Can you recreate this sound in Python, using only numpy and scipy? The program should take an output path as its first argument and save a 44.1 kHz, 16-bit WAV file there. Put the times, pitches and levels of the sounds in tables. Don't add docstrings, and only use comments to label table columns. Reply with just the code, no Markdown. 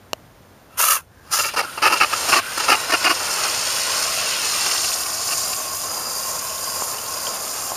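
import sys
import numpy as np
from scipy import signal
from scipy.fft import rfft, irfft
from scipy.io import wavfile

SR = 44100
rng = np.random.default_rng(int(sys.argv[2]) if len(sys.argv) > 2 else 0)


def volts_from_decibels(level):
    exponent = np.asarray(level, float) / 20
    return 10 ** exponent


def transcribe(u):
    v = np.clip(np.atleast_2d(u).T, -1, 1)
    q = np.round(v * 32767).astype(np.int16)
    wavfile.write(sys.argv[1], SR, q)


N = 342216
TIME_S = np.arange(N) / SR
BINS_HZ = np.arange(N // 2 + 1) * SR / N + 1


def rms_one(x):
    return x / np.sqrt(np.mean(x ** 2) + 1e-20)


def in_time(rows, outside=None):
    s, *columns = np.transpose(rows)
    return [np.interp(TIME_S, s, c, outside, outside) for c in columns]


def drift(rate):
    r = np.exp(-2 * np.pi * rate / SR)
    noise = rng.standard_normal(N + SR)
    return rms_one(signal.lfilter([1], [1, -2 * r, r * r], noise)[SR:])


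def colour(x, spectrum):
    hz, db = np.transpose(spectrum)
    gain_db = np.interp(np.log(BINS_HZ), np.log(hz), db)
    return irfft(rfft(x) * volts_from_decibels(gain_db), N)


def lowpass(x, hz):
    return signal.sosfilt(signal.butter(2, hz, fs=SR, output="sos"), x)


def band(x, low_hz, high_hz):
    return rms_one(signal.sosfilt(signal.butter(3, [low_hz, high_hz], "band", fs=SR, output="sos"), x))


def resonate(x, peaks):
    for hz, width_hz, lift_db in peaks:
        peak = signal.iirpeak(hz, hz / max(width_hz, 20), fs=SR)
        x = x + (volts_from_decibels(lift_db) - 1) * signal.lfilter(*peak, x)
    return x


def ring(clicks, hz, t60):
    r, w = volts_from_decibels(-60 / (t60 * SR)), 2 * np.pi * hz / SR
    return signal.lfilter([0, np.sin(w)], [1, -2 * r * np.cos(w), r * r], clicks + 1e-18)


def turbulence(tear_db, tears_per_s):
    lumps_db = tear_db * np.clip(drift(tears_per_s), -3, 3)
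    return rms_one(rng.standard_normal(N) * volts_from_decibels(lumps_db))


def pops(per_s, spread_db):
    sizes = volts_from_decibels(spread_db * np.minimum(rng.exponential(1, N), 4)) * rng.choice([-1, 1], N)
    return rms_one((rng.random(N) < per_s / SR) * sizes)


def whistle(hz, width_hz):
    phase = 2 * np.pi * np.cumsum(hz) / SR
    return drift(width_hz) * np.cos(phase) + drift(width_hz) * np.sin(phase)


def wall_echo(x, lag_s, sway, echo_db):
    lag = lag_s * SR * (1 + sway * np.clip(drift(0.802), -2, 2))
    return x + volts_from_decibels(echo_db) * np.interp(np.arange(N) - lag, np.arange(N), x)


def stream():
    # start_s, turned_share
    turning = [(4.6, 0.31), (5.0, 0.43), (5.6, 0.66)]
    # start_s, level_db, liquid_db
    flow = [(1.3, -46, 4), (1.5, -47, -8), (1.838, -43, 0), (1.978, -28.5, 1), (2.036, -33, 1),
            (2.198, -26.5, 0.7), (2.38, -22.5, 2.5), (2.41, -42, -4.5), (2.602, -28.5, 2), (2.86, -29, 0.4),
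            (3.25, -29, 1), (3.38, -25, 2), (4.25, -25.5, -2.5), (4.75, -23.5, -0.7), (5.08, -29, -1.5),
            (5.4, -27, -3), (5.69, -31, -0.6), (7.76, -32.5, 2)]
    # full_flow_db, flow_swing_share, buried_loss_db, pass_gain_db
    layers = [
        (-29, 0.48, 1.5, 1),
        (-29, 0.69, 9, -2),
        (-27, 1.11, -1.3, 1.3),
        (-30.5, 0.57, -2.5, 0.3),
    ]
    liquid_share = [1, -0.47, 0.061, -0.024]
    # start_s, whistle_swell_db
    passes = [(2.85, 10), (3.27, 11), (3.93, 3), (4.12, 6), (4.52, 8), (5.1, 6), (5.42, 10), (5.95, 9),
              (6.15, 7.5), (6.7, 12), (7.28, 14)]
    # frequency_hz, level_db per Hz
    facing_colour = [(88, -52), (150, -18.5), (666, -7), (762, -7.5), (1420, 1), (1620, -3.5), (2840, -2),
                     (3650, -1.5), (5180, 8.5), (6920, -14), (7920, -3.5), (8900, 5), (15300, -10.5)]
    turned_colour = [(88, -43), (150, -7), (372, -18), (616, -4.5), (907, -11), (1060, -6), (1820, -14),
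                     (4100, -20), (4880, -17), (7190, -2), (7920, -16), (9620, -9), (15300, -13.5)]
    # frequency_hz, width_hz, facing_lift_db, turned_lift_db
    peaks = np.array([(640, 49, 3.5, 3.5), (1078, 35, -2.5, 11.5), (1480, 150, 3, -13), (1920, 190, 5, -17),
                      (2726, 430, 10.5, 4.5), (4980, 200, -6, 10), (5600, 100, 0, 3.5),
                      (6690, 610, 15.5, -1)])
    # low_hz, high_hz, tear_db, tears_per_s
    parts = [(204, 1455, 0.72, 26), (1560, 4270, 1.2, 36), (3980, 8740, 2.15, 106), (7560, 15000, 1.24, 250)]
    full_flow_db, pass_s = -27, 0.14
    turn = np.clip(in_time(turning)[0], 0, 1)
    surge, out = drift(13), np.zeros(N)
    flow_db, liquid_db = in_time(flow)
    buried = np.clip((TIME_S - 4.695) / 0.13, 0, 1)
    passing = np.array([np.exp(-((TIME_S - s) / pass_s) ** 2) for s, _ in passes])
    any_pass = passing.sum(axis=0)
    levels_db = [db + share * (flow_db - full_flow_db) - lost_db * buried + pass_db * any_pass + wet * liquid_db
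                 for (db, share, lost_db, pass_db), wet in zip(layers, liquid_share)]
    for level_db, (low_hz, high_hz, tear_db, tears_per_s) in zip(levels_db, parts):
        jet = turbulence(tear_db, tears_per_s)
        facing = resonate(colour(jet, facing_colour), peaks[:, [0, 1, 2]])
        turned = resonate(colour(jet, turned_colour), peaks[:, [0, 1, 3]])
        mixed = (1 - turn) * band(facing, low_hz, high_hz) + turn * band(turned, low_hz, high_hz)
        out += volts_from_decibels(level_db + 0.41 * surge + 1.1 * drift(6.8)) * mixed
    hiss_db = levels_db[2]
    swell_db = np.array(passes)[:, 1] @ passing
    out += nozzle_whistles(hiss_db, turn, any_pass, swell_db)
    out += spatter(hiss_db)
    opening = np.clip((TIME_S - 1.29) / 0.036, 0, 1)
    return wall_echo(out * opening, .0021, 0.1515, -11.5)


def nozzle_whistles(hiss_db, turn, any_pass, swell_db):
    # facing_hz, turned_hz, width_hz, facing_db, turned_db, wander_share
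    tones = [(5320, 4860, 140, -15.5, -8.5, .008), (7180, 6950, 150, -16.5, -10, 0.03),
             (5720, 5900, 140, -26, -12, .03), (2785, 2680, 120, -14, -38, .01),
             (3890, 5300, 110, -14.5, -15.5, 0.025), (1298, 990, 36, -30, -17, .008)]
    between_passes_db, pass_dip_share = -5.5, .04
    out = np.zeros(N)
    for i, (facing_hz, turned_hz, width_hz, facing_db, turned_db, wander) in enumerate(tones):
        hz = (facing_hz + turn * (turned_hz - facing_hz)) * (1 + wander * drift(2.5))
        level_db = hiss_db + facing_db + turn * (turned_db - facing_db) + 1.6 * drift(6.0) + 1.8 * drift(21)
        if i == 0:
            level_db = level_db + between_passes_db + swell_db
            hz = hz * (1 - pass_dip_share * turn * any_pass)
        out += volts_from_decibels(level_db) * whistle(hz, width_hz)
    return out


def spatter(hiss_db):
    # start_s, bursts_per_s, level_db on the hiss
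    bursts = [(1.4, 460, -24), (3.2, 210, -18), (4.5, 210, -17), (4.9, 420, -8), (5.2, 440, -20.5),
              (7.76, 500, -11.5)]
    per_s, level_db = in_time(bursts)
    clicks = pops(per_s, 3.6) / np.sqrt(per_s)
    dealt = rng.integers(0, 16, N)
    rings = sum((hz / 7300) ** 1.2 * ring(clicks * (dealt == k), hz, 30 / hz)
                for k, hz in enumerate(np.geomspace(2500, 7300, 16)))
    return volts_from_decibels(hiss_db + level_db + 2.5) * rms_one(rings)


def slugs():
    # start_s, length_s, level_db, ring_db
    coughs = [(1.384, 0.034, -22, 8.5), (1.43, 0.053, -27.5, 6), (1.484, 0.021, -35, 14),
              (1.536, 0.017, -22.5, -18), (1.561, 0.058, -14, -1.5), (1.623, 0.037, -26, -6),
              (1.773, .02, -24, 1), (1.819, 0.077, -12.5, 4), (1.897, 0.033, -18, 0),
              (1.921, 0.027, -13.5, -2), (1.946, .038, -21.5, 4), (2.001, 0.027, -14, 7),
              (2.026, 0.025, -16.5, 8.5), (2.126, 0.016, -13.5, 0), (2.284, 0.021, -16.5, -8),
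              (2.32, 0.029, -11, 6.5), (2.354, 0.049, -13, -0.5), (2.575, .011, -13, -17),
              (2.598, .013, -15, -6), (2.633, .018, -19, -12), (2.68, 0.054, -12, 3.5),
              (2.725, 0.035, -19, 6.5), (2.894, 0.019, -15, -14), (2.919, 0.012, -12.5, 0),
              (2.932, 0.014, -11, 0), (2.942, 0.017, -21, 8.5), (3.042, 0.018, -12, -5),
              (3.055, 0.031, -16, 9), (3.089, .041, -15, 2.5), (3.204, 0.014, -19.5, -8)]
    # start_s, length_s, level_db
    spits = [(4.659, 0.0089, -23), (4.71, 0.016, -26), (4.76, 0.01, -34), (4.838, 0.016, -26),
             (4.919, 0.007, -36), (5.058, 0.011, -31), (5.286, .012, -30), (5.303, 0.039, -28),
             (5.525, 0.014, -30)]
    # frequency_hz, level_db per Hz
    slug_colour = [(88, -52), (150, -33), (666, 1.5), (808, -11), (1310, -1.5), (2040, -5.5), (2730, 1),
                   (3450, -14), (4700, 1.5), (7060, -9), (7920, -11.5), (9430, -4.5), (15300, -19.5)]
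    # frequency_hz, width_hz, lift_db
    tube_peaks = [(710, 130, 2.5), (875, 14, 12.5), (1177, 280, 12.5), (1850, 100, 3), (2430, 300, 2.5),
                  (2785, 114, 9), (5060, 500, 3)]
    rows = [(s, length, db, ring_db, -6 + 0.13 * (db + 23.5) + 33 * length)
            for s, length, db, ring_db in coughs]
    rows += [(*spit, -6, 6.5) for spit in spits]
    shapes = np.zeros((3, N))
    for s, length, level_db, ring_db, treble_db in rows:
        span = slice(int(s * SR), int((s + length) * SR) + 1)
        progress = np.clip((TIME_S[span] - s) / length, 0, 1)
        shape = np.sin(np.pi * progress ** 0.77) ** 0.65
        shapes[:, span] += volts_from_decibels(level_db + np.array([[0], [ring_db], [treble_db]])) * shape
    bubbling = turbulence(0.85, 210) * volts_from_decibels(2.0 * drift(51)) + 0.64 * pops(900, 4.9)
    source = colour(bubbling, slug_colour)
    low, below_treble = lowpass(source, 2000), lowpass(source, 3600)
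    torn = np.sum(shapes * [low, below_treble - low, source - below_treble], axis=0)
    cough = resonate(torn, tube_peaks) / np.std(resonate(source, tube_peaks))
    thud = volts_from_decibels(-17.5) * shapes[0] * band(source, 157, 347)
    return wall_echo(cough + thud + volts_from_decibels(-9) * gurgle(shapes[0]), 0.0026, 0.12, -5.0)


def gurgle(flow):
    clicks, dealt = pops(500, 3.8), rng.integers(0, 14, N)
    pitches = np.geomspace(620, 3000, 14)
    unit = np.std(sum(ring(clicks * (dealt == k), hz, 14 / hz) for k, hz in enumerate(pitches)))
    rings = sum(ring(flow * clicks * (dealt == k), hz, 14 / hz) for k, hz in enumerate(pitches)) / unit
    return signal.sosfilt(signal.butter(3, 230, "high", fs=SR, output="sos"), rings)


def air():
    # open_s, held_s, hiss_db, sag_db_per_s, first_flutter_peak_s after opening
    blasts = [
        (0.77, 0.19, -18.5, 13.5, 0.036),
        (1.305, 0.18, -19.5, 62, 0.0356),
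    ]
    # frequency_hz, level_db per Hz
    air_colour = [(180, -66), (300, -27.5), (1050, -8.5), (1230, -3), (2230, -18.5), (2630, -20),
                  (3970, -18), (6610, -8.5), (7920, -14), (9810, -6), (15300, -14)]
    # frequency_hz, width_hz, lift_db
    air_peaks = [(1320, 105, 7), (2680, 260, 13), (1500, 83, -4), (10100, 600, 0.5)]
    # frequency_hz, width_hz, lift_db
    wetted_peaks = [(4960, 560, 11), (6040, 220, 1), (7100, 170, 7.5), (2620, 360, -5), (13000, 5000, -4)]
    open_s, shut_db_per_s, tail_db, tail_db_per_s = 0.033, 700, -25, 250
    seep_s, seep_db, seep_body_db = .09, -54, 9.5
    level_body_db, boom_db, boom_s, flutter_hz, body_lingers_s = -1, 5, .09, 30.5, 0.0099
    hiss = rms_one(resonate(colour(turbulence(2.26, 85), air_colour), air_peaks))
    out = np.zeros(N)
    for (s, held, db, sag_db, flutter_s), peaks in zip(blasts, ([], wetted_peaks)):
        since = TIME_S - s
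        shut = np.maximum(since - held - np.array([[0], [body_lingers_s]]), 0)
        closing = volts_from_decibels(-shut_db_per_s * shut) + volts_from_decibels(tail_db - tail_db_per_s * shut)
        opening = np.clip(since / open_s, 0, 1) ** 1.23
        hiss_level, body_level = opening * volts_from_decibels(db - sag_db * np.clip(since, 0, held)) * closing
        seep = volts_from_decibels(seep_db) * np.clip(1 + since / seep_s, 0, 1) * (TIME_S < s + open_s)
        from_peak = since - flutter_s
        flutter = np.exp(-abs(from_peak) / boom_s) * np.cos(2 * np.pi * flutter_hz * from_peak)
        body_db = level_body_db + boom_db * flutter
        blast = resonate(hiss, peaks)
        body = lowpass(blast, 3500)
        bright_part = (hiss_level + seep) * (blast - body)
        body_part = (body_level * volts_from_decibels(body_db) + seep * volts_from_decibels(seep_body_db)) * body
        out += volts_from_decibels(5.0) * (bright_part + body_part)
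    return wall_echo(out, .0024, 0.16, -7.0)


def leak():
    # start_s, level_db
    seeping = [(1.1, -67), (1.13, -58), (1.2, -56), (1.23, -55), (1.28, -61), (1.31, -46)]
    # frequency_hz, width_hz, lift_db
    seep_peaks = [(1620, 94, 30), (5100, 220, 7), (6200, 250, 5), (7200, 250, 8)]
    # start_s, length_s, pitch_hz, level_db, fade_db_per_s
    drains = [
        (1.617, .22, 1380, -37.5, 70),
        (2.38, 0.27, 1485, -35.5, 14),
    ]
    edge_db_per_s, rise_hz_per_s = 600, 350
    hz, drain = np.zeros(N), np.zeros(N)
    for s, length, start_hz, db, fade_db in drains:
        since = TIME_S - s
        on = (TIME_S > s) & (TIME_S < s + length)
        edge_db = np.minimum(edge_db_per_s * np.minimum(since, s + length - TIME_S) - 10, 0)
        hz += on * (start_hz + rise_hz_per_s * (since - .04))
        drain += on * volts_from_decibels(db + edge_db - fade_db * (since - 0.0751) * on)
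    seep = volts_from_decibels(in_time(seeping, -99)[0]) * rms_one(resonate(turbulence(2.3, 40), seep_peaks))
    return seep + drain * volts_from_decibels(2.0 * drift(30)) * whistle(hz, 132)


def knocks():
    # start_s, peak_db, ring_hz, t60_s, crack_db
    hits = [
        (0.1323, -18, 640, 0.027, -0.5),
        (6.8218, -8.5, 1010, 0.01, -32),
        (6.984, -25.5, 2950, 0.039, -27),
        (7.269, -17, 3164, .02, -18),
        (7.719, -14.5, 820, 0.011, -26),
    ]
    # frequency_hz, t60_s, level_db
    catch_modes = [(1300, 0.0031, -36), (1870, 0.0051, -11), (2900, 0.0088, -13), (4240, 0.0011, -9.5),
                   (5680, 0.0057, -9), (8660, 0.0024, -23), (11500, .005, -21)]
    # after_s from first touch, signed strength
    rattle = [(0, 0.98), (.00028, 0.92), (.00062, -0.7), (.00085, -0.75), (.0012, 0.38)]
    out, crack = np.zeros(N), np.zeros(N)
    for s, peak_db, hz, t60, crack_db in hits:
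        click = np.zeros(N)
        click[int(s * SR)] = 1
        out += volts_from_decibels(peak_db) * ring(click, hz, t60)
        crack += volts_from_decibels(crack_db) * click
    crack = sum(strength * np.roll(crack, int(after * SR)) for after, strength in rattle)
    out += sum(volts_from_decibels(db) * ring(crack, hz, t60) for hz, t60, db in catch_modes)
    return signal.sosfilt(signal.butter(2, [200, 13000], "band", fs=SR, output="sos"), out)


def outdoors():
    # frequency_hz, level_db per Hz
    ambient_colour = [(15, -57), (25, -32), (53, -9), (69, -9.5), (91, -4), (151, -6.5), (376, -21.5),
                      (534, -20), (1600, -27), (2460, -34), (7820, -40), (9190, -39.5), (15300, -41)]
    # start_s, level_db
    rumble_levels = [(0, -49), (.9, -51.5), (1.3, -47), (7.76, -47.5)]
    # start_s, level_db
    murmur_levels = [(0, -48), (.8, -47.5), (1.05, -53.5), (1.25, -49), (1.6, -46.5)]
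    noise = colour(rng.standard_normal(N), ambient_colour)
    rumble = volts_from_decibels(in_time(rumble_levels)[0] + .5 * drift(3.7)) * band(noise, 30, 240)
    murmur = volts_from_decibels(in_time(murmur_levels)[0] + .5 * drift(2.7)) * band(noise, 178, 16000)
    return rumble + murmur


def scene():
    return np.tile(air() + leak() + slugs() + stream() + knocks() + outdoors(), (2, 1))


def roll_off(x):
    return signal.sosfilt(signal.butter(12, 16540, fs=SR, output="sos"), x)


def record(dry):
    # frequency_hz, width_hz, times_applied
    dead_spots = [
        (7880, 250, 3),
        (10965, 480, 1),
    ]
    x = np.tanh(dry / .98) * .98
    for hz, width_hz, times in dead_spots:
        for _ in range(times):
            x = signal.lfilter(*signal.iirnotch(hz, hz / width_hz, fs=SR), x)
    x = signal.sosfilt(signal.ellip(12, .5, 75, 15290, fs=SR, output="sos"), x)
    return roll_off(x)


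dry = scene()
out = record(dry)
transcribe(out)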